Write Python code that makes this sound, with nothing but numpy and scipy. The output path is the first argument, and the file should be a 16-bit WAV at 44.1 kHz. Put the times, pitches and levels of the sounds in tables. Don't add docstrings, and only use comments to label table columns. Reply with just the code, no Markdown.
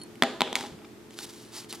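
import sys
import numpy as np
from scipy import signal
from scipy.fft import rfft, irfft
from scipy.io import wavfile
from scipy.ndimage import uniform_filter1d

SR = 44100
rng = np.random.default_rng(int(sys.argv[2]) if len(sys.argv) > 2 else 0)


def materialize(psi):
    bounded = np.clip(np.atleast_2d(psi).T, -1, 1)
    quanta = np.round(bounded * 32767).astype(np.int16)
    wavfile.write(sys.argv[1], SR, quanta)


def level_to_linear(level):
    exponent = np.asarray(level, float) / 20
    return 10 ** exponent


N = 79380
T = np.arange(N) / SR
T_RING = T[:SR // 2]


def norm(x):
    return x / np.sqrt(np.mean(x ** 2))


def curve(rows):
    time_s, level_db = np.transpose(rows)
    return np.interp(T, time_s, level_db, left=-120, right=-120)


def shape(x, points):
    freq_hz, gain_db = np.transpose(points)
    hz = np.fft.rfftfreq(x.shape[-1], 1 / SR) + 1
    gain = level_to_linear(np.interp(np.log(hz), np.log(freq_hz), gain_db))
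    return irfft(rfft(x) * gain, x.shape[-1])


def butter(order, hz, kind="low"):
    return signal.butter(order, hz, kind, fs=SR, output="sos")


def soften(x, time_s):
    p = np.exp(-1 / (time_s * SR))
    return signal.lfilter([1 - p], [1, -p], x)


def walk(rate_hz):
    k = int(SR / rate_hz)
    steps = np.repeat(rng.standard_normal(N // k + 1), k)
    return 1.06 * uniform_filter1d(uniform_filter1d(steps, k), k)[:N]


def ring(modes, detune=0.):
    out = np.zeros(len(T_RING))
    for (hz, db, t60_s), j in zip(modes, np.broadcast_to(detune, len(modes))):
        decay = level_to_linear(db - 60 * T_RING / max(t60_s, .001))
        out += decay * np.sin(2 * np.pi * hz * (1 + j) * T_RING)
    return out


def add(out, start_s, x):
    i = int(start_s * SR)
    out[i:i + len(x)] += x[:N - i]


def grains(rate_hz, spread_db):
    hit = rng.random(N) < rate_hz / SR
    return norm(hit * rng.standard_normal(N) * level_to_linear(spread_db * rng.exponential(size=N)))


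def patchy(x):
    lows = [signal.sosfiltfilt(butter(1, hz), x) for hz in 700 * 2. ** np.arange(5)]
    lows = [0 * x] + lows + [x]
    flicker_db = 2.2
    return sum(level_to_linear(flicker_db * walk(90)) * (b - a) for a, b in zip(lows, lows[1:]))


# freq_hz, gain_db
AIR = [(15, -63), (25, -92), (43, -27.5), (87, -20.5), (108, -13.5), (348, -9), (496, -19), (14000, -47),
       (16500, -69)]
# freq_hz, level_db
HUM = [(118.4, -65.5), (220.7, -55.5), (296.1, -61), (344.5, -54.5), (382.2, -65.5), (430.7, -59)]
AIR_DB, HUM_WIDTH_HZ = -48.5, 5.1


def hum():
    n = rng.standard_normal((3, N))
    apart = shape(n[1:], [(30, 16), (150, -5.5), (1500, 3.5), (8000, 7.5)])
    air = norm(shape(n[0] + apart, AIR)) * level_to_linear(AIR_DB - 1.5 + walk(4.7))
    lines = np.zeros(N)
    for hz, db in HUM:
        level = level_to_linear(db + 1.5 + 2.06 * walk(HUM_WIDTH_HZ * 3))
        drift = 0.28 * np.cumsum(walk(HUM_WIDTH_HZ * 2)) * HUM_WIDTH_HZ / SR
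        lines += level * np.sin(2 * np.pi * (hz * T + drift + rng.random()))
    return air + lines


# freq_hz, gain_db
ROOM_COLOUR = [(59, -56), (100, -38), (185, -8), (389, -5), (481, -2.5), (634, -11), (2470, -14.5),
               (3320, -10), (16000, -31.5)]
ROOM_DB, ROOM_T60_LOW_S, ROOM_T60_HIGH_S, ROOM_DELAY_S = -12.5, 0.67, 0.58, 0.00067


def room(x):
    t = T[:SR]
    n = rng.standard_normal((3, SR))
    apart = shape(n[1:], [(300, -14.5), (3000, -5.0), (9000, 7.5)])
    n = shape(n[0] + apart, ROOM_COLOUR)
    low = signal.sosfilt(butter(2, 1500), n)
    tail = low * level_to_linear(-60 * t / ROOM_T60_LOW_S) + (n - low) * level_to_linear(-60 * t / ROOM_T60_HIGH_S)
    tail = tail * (1 - np.exp(-t / ROOM_DELAY_S))
    tail = tail / np.sqrt(np.sum(tail[0] ** 2))
    sent = shape(x, [(200, -4.5), (1000, -1.5), (3500, 1), (9000, 5.0)])
    return level_to_linear(ROOM_DB) * signal.fftconvolve(sent[None], tail, axes=1)[:, :N]


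PORT_LAG_S, LEFT_DB, LEFT_TREBLE_DB, TREBLE_HZ = 2.5e-5, 1.15, -7, 8000
CASE_DB, CASE_S = -8.5, .0011


def ports(x):
    hz = np.fft.rfftfreq(N, 1 / SR)
    treble = 1 / (1 + (TREBLE_HZ / (hz + 1)) ** 4)
    db = (LEFT_DB + LEFT_TREBLE_DB * treble) / 2
    half = level_to_linear(db) * np.exp(-1j * np.pi * hz * PORT_LAG_S / (1 + (hz / 17000) ** 4))
    echo = level_to_linear(CASE_DB) * treble * np.exp(-2j * np.pi * hz * CASE_S)
    return irfft(rfft(x) * np.array([half * (1 + echo), (1 - echo) / half]), N)


# start_s, level_db
THUDS = [
    (0.721, -48.5),
    (0.791, -60),
]
# freq_hz, level_db, t60_s
THUD = [(90.3, -1, 0.28), (160, 7.5, 0.17), (197, 7.5, 0.21)]


def thuds():
    out = np.zeros(N)
    for start_s, db in THUDS:
        add(out, start_s, level_to_linear(db) * ring(THUD) * (1 - np.exp(-T_RING / 0.0012)))
    return out


STROKE_BEND, RELEASE_S = 1.1, .0015


def stroke(start_s, length_s, peak):
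    end_s = start_s + length_s
    peak_s = start_s + length_s * np.clip(peak, .05, .95)
    u = np.interp(T, [start_s, peak_s, end_s], [0, np.pi / 2, np.pi])
    return soften(np.abs(np.sin(u)) ** STROKE_BEND * (T > start_s) * (T < end_s), RELEASE_S)


# start_s, length_s, peak_0_1, level_db, creak_rel_db
STROKES = [(1.099, 0.051, 1, -56, -16), (1.148, 0.109, 0.94, -41.5, -13), (1.259, 0.036, 0.17, -50, -9),
           (1.286, 0.036, 0.28, -46.5, -8.5), (1.312, 0.31, 0.02, -52.5, -13.5),
           (1.515, 0.098, 0.58, -41.5, -10.5), (1.596, 0.075, 0.12, -49, -14),
           (1.685, 0.054, 0.22, -44.5, -22), (1.726, 0.031, 0.17, -48, 2), (1.743, 0.019, 0.57, -43, -12),
           (1.754, 0.13, 0.1, -55, -7)]
# start_s, length_s, peak_0_1, level_db, pitch_hz
SQUEAKS = [
    (1.694, .028, .5, -44, 4200),
    (1.21, .05, .6, -48, 3700),
    (1.555, .05, .55, -48, 5000),
    (1.165, .05, .7, -53, 4300),
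]
# time_s, level_db
SLIP = [(.030, -70), (.034, -45), (.040, -47), (.043, -78)]
# freq_hz, gain_db
RUB_COLOUR = [(1180, -22), (2000, -6), (2370, -10), (2980, -4), (4350, -2), (11000, -9), (15500, -22.5),
              (16100, -14), (16500, -44)]
GRIT_DB = -9


def gloves():
    grit = grains(14000, 1.2) + level_to_linear(GRIT_DB) * grains(250, 2.)
    hiss = norm(patchy(shape(grit, [(900, -40)] + list(RUB_COLOUR))))
    creak = [(300, -56), (800, 8.0), (1500, 1), (2500, -4.5), (6000, -34.0)]
    creak = norm(shape(grains(1500, 0.93), creak))
    slip = norm(shape(grains(2800, 1.3), [(6500, -15.0), (9500, 10), (15000, -26)]))
    out = level_to_linear(curve(SLIP)) * slip
    for start_s, length_s, peak, db, creak_db in STROKES:
        out += stroke(start_s, length_s, peak) * level_to_linear(db) * (hiss + level_to_linear(creak_db) * creak)
    for start_s, length_s, peak, db, hz in SQUEAKS:
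        squeal = norm(signal.lfilter(*signal.iirpeak(hz, 9, SR), grains(4000, 1.0)))
        out += stroke(start_s, length_s, peak) * level_to_linear(db) * squeal
    return out


# start_s, level_db
PINGS = [
    (.0005, -50.5),
    (0.0154, -39),
]
# freq_hz, level_db, t60_s
SPRING = [(4323, 0, .13), (9720, -4, .035), (7160, -14, .06), (3100, -11, .07), (10600, -12, .04)]


def spring():
    out = np.zeros(N)
    for start_s, db in PINGS:
        add(out, start_s, level_to_linear(db) * ring(SPRING))
    return out


# time_s, level_db
SLIDE = [(.556, -48), (.575, -38.5), (.62, -41), (.665, -48), (.71, -55), (.76, -69)]
# freq_hz, gain_db
SLIDE_COLOUR = [(180, -14), (300, -17), (600, -6), (850, 10.5), (1250, -2.5), (2570, -2.5), (3350, 3.5),
                (8640, -7), (16000, -26)]


def slide():
    grit = grains(9000, 1.2) + level_to_linear(GRIT_DB) * grains(120, 1.5)
    return level_to_linear(curve(SLIDE)) * norm(patchy(shape(grit, SLIDE_COLOUR)))


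FACE_DB, FACE_RING, FACE_RISE_S = 2.5, 1.86, 0.00016


def face(peaks, contact_s):
    modes = []
    for hz, width_hz, db in peaks:
        undo_contact = np.hypot(1, 2 * np.pi * hz * contact_s)
        level_db = db + FACE_DB + 20 * np.log10(width_hz / 300 * undo_contact)
        modes.append((hz, level_db, FACE_RING / width_hz))
    return (ring(modes[::2]) - ring(modes[1::2])) * (1 - np.exp(-T_RING / FACE_RISE_S))


def thin(x, knock_db):
    bright = signal.sosfiltfilt(butter(3, 1900, "high"), np.pad(x, (64, 0)), padlen=0)[64:]
    return bright + min(1., level_to_linear(knock_db + 24)) * (x - bright)


# freq_hz, width_hz, level_db
FLAT = [(1810, 310, -4), (3403, 210, -2), (4420, 230, -13), (4910, 64, -12.5), (6940, 290, -20),
        (7960, 420, -21), (9200, 570, -22.5)]
BOUNCE = [(2000, 140, -2.5), (2450, 250, -4.5), (3460, 100, -2.5), (4430, 150, -6.5), (6700, 220, -15),
          (8460, 500, -12.5)]
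EDGE = [(1000, 200, -9), (2100, 450, -2.5), (3640, 280, -5), (4570, 320, -6.5), (7970, 160, -22),
        (9400, 230, -31), (11400, 350, -34)]
HEEL = [(993, 180, -1.5), (1750, 900, -19), (3300, 580, -6.5), (4360, 310, -9.5), (7640, 270, -27),
        (11000, 270, -31)]
TIP = [(910, 200, -4), (3260, 230, 0), (4900, 290, -14), (5900, 350, -11), (7400, 220, -22),
       (8200, 200, -12)]
CORNER = [(2190, 340, 2.5), (3540, 160, -1.5), (4500, 470, -6), (5300, 250, -13.5), (6430, 200, -7.5),
          (8030, 250, -11), (9200, 550, -15.5), (11700, 300, -26)]
# freq_hz, width_hz, level_db
PIN = [(2350, 89, 7), (3640, 180, 1), (5260, 250, -2)]
LATCH = [(1480, 87, 4), (3380, 610, 5), (4830, 220, -17), (8800, 360, -2), (11200, 380, -12)]
CATCH = [(2930, 470, 2.5), (4800, 520, 4), (6600, 160, -16), (8800, 590, 3.5), (11060, 290, 2)]
# start_s,
# crack_db, pitch_hz or face, knock_rel_db, treble_rel_db
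KNOCKS = [(0.2223, -2.5, FLAT, -12, -15.5), (0.2342, -12, BOUNCE, -10.5, -12), (.2445, -21, 3500, -45, -30),
          (.4275, -33, 3300, -45, -30), (0.4063, -9, EDGE, -15, -12), (0.4174, -5.5, HEEL, -24, -14.5),
          (0.5276, -19.5, TIP, -20, -7), (0.554, -10.5, CORNER, -60, -10.5), (0.5612, -19.5, 3400, -38, -3),
          (0.5651, -20, 990, -22, -10), (0.5878, -29, 5300, -40, -3), (.5725, -32, 3540, -10.5, -10),
          (.577, -35, 3600, -20, -18), (.602, -33, 2100, -3.5, -15), (.6445, -41, 8600, -24, -3),
          (.66, -32, 3500, -26, -6), (.6665, -36, 6000, -36, -6), (0.6093, -26.5, 9000, -11.5, -3),
          (0.6263, -29.5, 1260, -32, 6), (0.6373, -31, 1160, -7, -6), (0.6504, -31.5, 1200, -3.5, -24),
          (0.7229, -38, 953, -39, -27)]
# start_s, crack_db, pitch_hz or face, knock_rel_db, treble_rel_db
TICKS = [(0.155, -37, 2100, -38, -12), (0.4744, -23, 1340, -17, -32), (0.8499, -38.5, PIN, -22, -20),
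         (.789, -38, 1150, -17, -35.5), (.817, -42, 1290, -6.5, -23), (.832, -50, 1500, -33, -23),
         (.846, -35.5, 1200, -14, -30), (1.1068, -33, 2960, -39, -11), (1.1328, -34, 3180, -30, -17),
         (1.14, -40, 3300, -38, -7), (1.1881, -25.5, LATCH, -16, -2), (1.3359, -39, 1660, -15, -1),
         (1.5295, -44, 5000, -23, 8), (1.5473, -42.5, 4930, -1, -1), (1.6265, -32, 3000, -44, -20),
         (1.6435, -35, 3500, -27, -18), (1.726, -27, CATCH, -13, 19)]
# freq_hz, level_db, t60_s
METAL = [(1980, 13.5, 0.0019), (3180, 8.5, 0.004), (4700, -2, 0.0057), (3020, -5, 0.0028)]
TREBLE = [(6370, -18, 0.0091), (7600, 1.5, 0.0046), (13000, -34, .003)]
TABLE = [(255.7, 0.5, 0.15), (398, -2.5, 0.15), (451, -3.5, 0.043), (660, -3.5, 0.17), (811, 3, 0.13),
         (1008, -6, 0.05), (1340, 3, 0.014)]
CONTACT_S, TICK_CONTACT_S, TICK_DB = .00008, .00003, -6
SETTLE_S, REBOUND_S, REBOUND_DB = 0.0009, 0.00093, -5.5
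CRACK_T60_S, SPLASH_T60_S, KNOCK_DB = .009, 0.0075, -8.5
FILL_DB, FILL_S, FACE_ROOM_DB, KICK_S = -3.5, 0.00023, -7, 0.00018
SPLASH_COLOUR = [(2500, -8), (5000, 4.0), (9000, -2.5), (12000, 1.5), (16000, -18)]


def contacts(rows, contact_s, sign):
    near, blow = np.zeros((2, N))
    for start_s, db, pitch, knock_db, treble_db in rows:
        at_s = start_s + SETTLE_S
        c = rng.standard_normal(24)
        treble_db = min(treble_db, -3.)
        has_face = not np.isscalar(pitch)

        splash = shape(rng.standard_normal(2048), SPLASH_COLOUR) * level_to_linear(-60 * T[:2048] / SPLASH_T60_S)

        crack = ring([(METAL[0][0] if has_face else pitch, 0, CRACK_T60_S)])
        crack += ring(METAL[::2], .03 * c[:2])
        crack += (1 if has_face else -1) * ring(METAL[1::2], .03 * c[2:4])
        crack += level_to_linear(treble_db + 12) * ring(TREBLE, .07 * c[4:7])
        crack = thin(crack, knock_db)
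        if has_face:
            own = thin(face(pitch, contact_s), knock_db)
            add(near, at_s, sign * level_to_linear(db) * own)
            add(blow, at_s, level_to_linear(db + FACE_ROOM_DB) * own)
            crack = level_to_linear(FILL_DB) * crack * np.exp(-T_RING / FILL_S)

        rebound_s = REBOUND_S * (1 + 0.11 * c[7])
        add(near, at_s + rebound_s, sign * level_to_linear(db - 7.0 + REBOUND_DB) * crack)

        table = [(hz, g + 4.06 * v, t60_s) for (hz, g, t60_s), v in zip(TABLE, c[8:])]
        knock = level_to_linear(knock_db + KNOCK_DB + 9) * ring(table, 0.014 * c[16:23])
        add(near, at_s, sign * level_to_linear(db - 7.0) * (crack + knock))
        add(near, at_s, level_to_linear(db + treble_db + 9.5) * splash)
        kick = crack * np.exp(-T_RING / KICK_S) + 0.35 * knock * np.exp(-T_RING / 0.043)
        add(blow, at_s, level_to_linear(db + 1.5) * kick)
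    return soften(np.array([near, blow]), contact_s)


MIC_LOW_HZ, MIC_TOP_HZ = 193, 15700


def scene():
    knocks = contacts(KNOCKS, CONTACT_S, sign=1)
    ticks = level_to_linear(TICK_DB) * contacts(TICKS, TICK_CONTACT_S, sign=-1)
    hits, blows = knocks + ticks
    soft = gloves() + slide() + spring()
    near = ports(hits + soft) + room(blows + 0.19 * soft)
    return signal.sosfilt(butter(4, MIC_LOW_HZ, "high"), near) + thuds() + hum()


def low_pass(x):
    return signal.sosfilt(signal.butter(12, 16640, fs=SR, output="sos"), x)


def record(dry):
    top_cut = signal.ellip(8, .3, 70, MIC_TOP_HZ, fs=SR, output="sos")
    mix = signal.sosfilt(top_cut, np.clip(dry, -.97, .97))
    return low_pass(mix)


dry = scene()
out = record(dry)
materialize(out)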